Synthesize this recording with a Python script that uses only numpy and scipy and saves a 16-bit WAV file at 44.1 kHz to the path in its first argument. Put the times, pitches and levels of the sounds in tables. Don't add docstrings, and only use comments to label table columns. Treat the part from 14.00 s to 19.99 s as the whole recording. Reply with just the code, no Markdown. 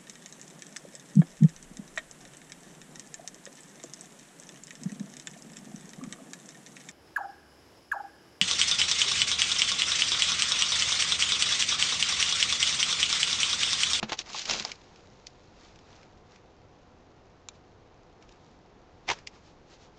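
import sys
import numpy as np
from scipy import signal
from scipy.fft import rfft, irfft, next_fast_len
from scipy.io import wavfile

SR = 44100
rng = np.random.default_rng(int(sys.argv[2]) if len(sys.argv) > 2 else 0)


def transcribe(signal):
    frames = np.atleast_2d(signal).T
    limited = np.clip(frames, -1, 1)
    pcm = np.round(limited * 32767).astype(np.int16)
    wavfile.write(sys.argv[1], SR, pcm)


N = 264114

# middle t/s, length/s, flake level/dB, dull rubbing relative to the flakes/dB
HAND_STROKES = [(0.04, 0.092, -58, 4), (0.093, 0.014, -45, 2.5), (0.125, 0.034, -46, 1),
                (0.2, 0.025, -36.5, -11), (0.3, 0.077, -50.5, 1), (.385, 0.091, -35, -16),
                (0.523, .08, -30.5, -7.5), (0.592, 0.062, -38, -7), (0.68, 0.09, -46, -2.5),
                (1.645, 0.15, -60, -0.5), (1.94, 0.21, -62.5, 1), (2.34, 0.094, -65, 1.5),
                (3.556, 0.042, -65.5, -9), (4.231, 0.029, -67, 7.5), (4.32, 0.11, -69, 3),
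                (4.47, 0.16, -69.5, -9), (5.144, 0.1, -57, 4.5), (5.355, 0.063, -63, 3.5),
                (5.475, 0.084, -64, -4), (5.729, 0.067, -58.5, -5), (5.834, 0.065, -60.5, -4),
                (5.98, 0.029, -65, -4)]
# f/Hz, relative level/dB
FLAKE_SPECTRUM = [(150, -44), (600, -14.5), (1500, -12), (2600, -3.5), (4000, -0.5), (5500, -3),
                  (7000, -5.5), (7800, -18), (8700, -32)]
# f/Hz, relative level/dB
PACKED_SPECTRUM = [(40, -5), (100, -6), (220, -2.5), (450, -2.5), (900, -1.5), (1500, -4), (2500, -6),
                   (5000, -48), (8700, -47.5)]
# t/s, level/dB, low cut f/Hz, facet ring f/Hz
SNAP_EVENTS = [(0.1906, -26.5, 1900, 4540), (.215, -40, 1500, 2490), (.262, -50, 900, 3000),
               (.302, -41.5, 700, 1100), (0.4184, -35, 1500, 2010), (0.4551, -31.5, 2200, 2830),
               (0.4968, -22.5, 603, 4170), (0.5098, -22.5, 600, 5430), (0.5977, -27.5, 1410, 4100),
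               (.624, -35.5, 900, 2470), (0.65, -25, 710, 4970), (0.7173, -31.5, 1810, 2520),
               (0.757, -52.5, 2000, 4740), (0.9596, -52.5, 1690, 2620), (1.2689, -37.5, 2490, 4800),
               (1.759, -54, 1500, 2410), (1.7896, -54.5, 2000, 3000), (2.031, -53, 1400, 2170),
               (2.32, -58, 2000, 4000), (2.3598, -52.5, 1300, 2370), (4.2246, -54.5, 1800, 2600),
               (4.292, -54, 1500, 2490), (5.188, -48.5, 800, 2030), (5.2722, -33.5, 2230, 2220)]
# f/Hz, relative level/dB
FILM_SPECTRUM = [(100, -15.5), (800, -0.5), (1700, -4), (2300, -2), (4000, -5), (6900, -7), (7700, -17.5),
                 (8700, -33)]
# t/s, thud level/dB, thud centre f/Hz, crunch level/dB, crunch high cut f/Hz
BALE_BUMPS = [(0.0282, -33, 200, -27, 4000), (0.0944, -58, 1100, -33.5, 4200),
              (0.12, -28.5, 770, -28, 6200), (.1292, -57, 800, -29, 6800), (.344, -36.5, 1100, -41.5, 6500),
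              (0.53, -38.5, 323, -38, 4000), (0.605, -46, 200, -43, 4000), (0.6487, -39, 1040, -49, 5000)]
# f/Hz, relative level/dB, t60/s
BALE_MODES = [(85, -6, 0.11), (136, -6, 0.098), (218, -5, 0.14), (341, -2.5, 0.057), (490, 0, 0.063),
              (630, -5, 0.066), (784, 2.5, 0.061), (868, 6, 0.062), (1066, 4, 0.059), (1197, 1.5, 0.046)]
# f/Hz, relative level/dB
CRUNCH_SPECTRUM = [(100, -11), (700, -2), (1600, -4), (2300, -2.5), (3700, 0), (5000, -5), (6600, -2),
                   (7700, -16), (8700, -26)]
# t/s, shower level/dB, rise/s, t60/s, slap weight/dB
FALLING_CLUMPS = [(5.09, -25.5, 0.0054, 0.074, -4.5), (5.1014, -23.5, 0.00081, 0.064, -3),
                  (5.114, -24.5, 0.0024, 0.057, -11), (5.133, -34, 0.0022, 0.031, -16)]
# f/Hz, relative level/dB
BEDDING_SPECTRUM = [(30, -15), (90, -7), (170, -5.5), (300, -11.5), (440, -3.5), (620, -6.5), (970, 0.5),
                    (1300, -9.5), (2000, -3.5), (3200, -6.5), (3900, -10), (6200, -11.5), (7400, -21.5),
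                    (8700, -41.5)]
# t/s, level/dB
PLASTIC_TAPS = [(3.4868, -35)]
# f/Hz, bandwidth/Hz, relative level/dB
PLASTIC_MODES = [(594, 400, -6), (1210, 340, 3), (2360, 130, 1.5), (3860, 490, 6), (5030, 140, -18),
                 (5560, 420, 1.5), (7100, 350, 2.5)]
# f/Hz, relative level/dB
ROOM_SPECTRUM = [(12, -13), (20, -1.5), (92, -2.5), (202, -5), (261, -6.5), (328, -5), (372, -6),
                 (412, -5.5), (531, -8.5), (720, -10.5), (778, -9), (1800, -21.5), (6250, -35), (7280, -46),
                 (8700, -73), (11300, -74), (19100, -120)]
# f/Hz, level/dB
HUM_TONES = [(91.5, -71.5), (500.6, -72.5), (725, -73)]


def rustle(t, leaves_bale_s=4.9):
    flakes = unit(colour(grains(per_s=7000, spread_db=1), FLAKE_SPECTRUM))
    pops = np.abs(grains(per_s=130, spread_db=2.6))
    bursts = signal.fftconvolve(pops, fade(t[:2048], t60=.008))[:N]
    crackle = unit(colour(bursts * rng.standard_normal(N), FLAKE_SPECTRUM))
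    packed = unit(colour(grains(per_s=2500, spread_db=3), PACKED_SPECTRUM))
    film_share = .35 * (t < leaves_bale_s)
    bright = np.sqrt(1 - film_share) * flakes + np.sqrt(film_share) * crackle
    bright_gain, packed_gain = hand_motion(t)
    return bright_gain * bright + packed_gain * packed


def hand_motion(t, settle_from_s=.7, light_rub_db=-1.5):
    settling = undb(-62.5) * (t > settle_from_s) * fade(np.maximum(t - settle_from_s, 0), t60=5.8)
    holding = undb(-74)
    moves = [(settling, light_rub_db), (holding, light_rub_db)]
    for middle, length, db, rub_db in HAND_STROKES:
        away = np.minimum(np.abs(2 * (t - middle) / length), 10)
        swell = .5 ** (away ** 1.72)
        moves.append((undb(db) * swell, rub_db))
    flake_power = sum(effort ** 2 for effort, _ in moves)
    packed_power = sum((effort * undb(rub_db)) ** 2 for effort, rub_db in moves)
    return np.sqrt(flake_power), np.sqrt(packed_power)


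def film_snaps(t):
    out, t = np.zeros(N), t[:4096]
    lead = 256
    strain = .27 * fade(t[lead:0:-1], t60=.031)
    release = fade(t, t60=.02) + undb(-16.5) * fade(t, t60=.068)
    for s, db, low_hz, facet_hz in SNAP_EVENTS:
        buckle = np.concatenate([strain, release]) * rng.choice([-1, 1], lead + len(t))
        buckle[lead] += 6.5
        buckle[lead + int(rng.uniform(.0004, .001) * SR)] -= 4.5
        film = colour(buckle, FILM_SPECTRUM)
        ring = film + 1.2 * resonate(film, facet_hz, q=4) + 1.2 * resonate(film, hz=5350, q=7)
        ring = signal.sosfilt(signal.butter(3, low_hz, "highpass", fs=SR, output="sos"), ring)
        attack_rms = np.std(ring[lead:lead + int(.003 * SR)])
        add(out, s - lead / SR, undb(db) * ring / attack_rms)
    return out


def bale_bumps(t):
    out, t = np.zeros(N), t[:8192]
    for s, thud_db, centre_hz, crunch_db, dull_hz in BALE_BUMPS:
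        thud = 0
        for hz, db, t60 in BALE_MODES:
            share = 1 / (1 + (np.log2(hz / centre_hz) / .71) ** 2)
            mode = fade(t, t60) * np.sin(2 * np.pi * (hz * t + rng.random()))
            thud += share * undb(db) * mode
        thud *= 1 - fade(t, t60=.003)
        add(out, s, set_attack(thud, thud_db, span_s=.0047))
        crush = (fade(t, t60=.015) + 1.2 * fade(t, t60=.07)) * (1 - fade(t, t60=.006))
        crunch = crush * rng.choice([-1, 1], len(t))
        crunch[int(.001 * SR)] += 12
        crunch = signal.lfilter(*signal.butter(2, dull_hz, fs=SR), colour(crunch, CRUNCH_SPECTRUM))
        add(out, s, set_attack(crunch, crunch_db, span_s=.0033))
    return out


def handful_landing(t):
    shower_power, slaps = np.zeros(N), np.zeros(N)
    for s, db, rise, t60, slap_db in FALLING_CLUMPS:
        onset = np.exp(np.minimum(t - s, 0) / rise)
        shower = undb(db) * onset * fade(np.maximum(t - s, 0), t60)
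        shower_power += shower ** 2
        slaps[int(s * SR)] = undb(slap_db - 1.5) * np.linalg.norm(shower)
    force = slaps + np.sqrt(shower_power) * grains(per_s=12000, spread_db=1.7)
    bedding = colour(signal.unit_impulse(4096), BEDDING_SPECTRUM)
    return signal.fftconvolve(force, bedding / np.linalg.norm(bedding))[:N]


def plastic_tap(t):
    out, t = np.zeros(N), t[:4096]
    for s, db in PLASTIC_TAPS:
        contact = rng.choice([-1, 1], len(t)) * (fade(t, t60=.017) + .14 * fade(t, t60=.052))
        contact[0] += 6
        ring = sum((-1) ** k * undb(mode_db) * resonate(contact, hz, q=hz / width)
                   for k, (hz, width, mode_db) in enumerate(PLASTIC_MODES))
        add(out, s, set_attack(ring, db, span_s=.003))
    return out


def reflections(direct, t, wet_db, t60):
    t = t[:16384]
    tail = rng.standard_normal(len(t)) * fade(t, t60) * (t > .003)
    return undb(wet_db) * signal.fftconvolve(direct, tail / np.linalg.norm(tail))[:N]


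def room_tone(t):
    out = undb(-56.5) * unit(colour(rng.standard_normal(N), ROOM_SPECTRUM))
    for hz, db in HUM_TONES:
        phase_drift = 2.85 * np.cumsum(rng.standard_normal(N)) / np.sqrt(SR)
        out += undb(db) * unit(np.sin(2 * np.pi * hz * t + phase_drift))
    return out


def grains(per_s, spread_db):
    size = undb(spread_db * np.minimum(rng.exponential(size=N), 4))
    slips = rng.random(N) < per_s / SR
    return unit(slips * size * rng.choice([-1, 1], N))


def colour(x, points):
    n = 2 * next_fast_len(len(x))
    hz, db = np.transpose(points)
    f = np.maximum(np.fft.rfftfreq(n, 1 / SR), 1)
    gain = undb(np.interp(np.log(f), np.log(hz), db))
    cepstrum = irfft(np.log(gain))
    cepstrum[1:n // 2] *= 2
    cepstrum[n // 2 + 1:] = 0
    return irfft(rfft(x, n) * np.exp(rfft(cepstrum)))[:len(x)]


def resonate(x, hz, q):
    return signal.lfilter(*signal.iirpeak(hz, q, fs=SR), x)


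def set_attack(x, db, span_s):
    return x * undb(db) / np.sqrt(np.mean(x[:int(span_s * SR)] ** 2))


def undb(db):
    return 10 ** (np.asarray(db) / 20)


def unit(x):
    return x / np.sqrt(np.mean(x ** 2))


def fade(t, t60):
    return np.exp(-np.log(1000) * t / t60)


def add(out, s, x):
    i = max(int(s * SR), 0)
    out[i:i + len(x)] += x[:len(out) - i]


def scene():
    t = np.arange(N) / SR
    direct = rustle(t) + film_snaps(t) + bale_bumps(t) + handful_landing(t) + plastic_tap(t)
    scattered = reflections(direct, t, wet_db=-22.5, t60=.079)
    return (direct + scattered + room_tone(t))[None]


def record(dry):
    return signal.sosfilt(signal.ellip(10, .2, 70, 8750, fs=SR, output="sos"), dry)


dry = scene()
out = record(dry)
transcribe(out)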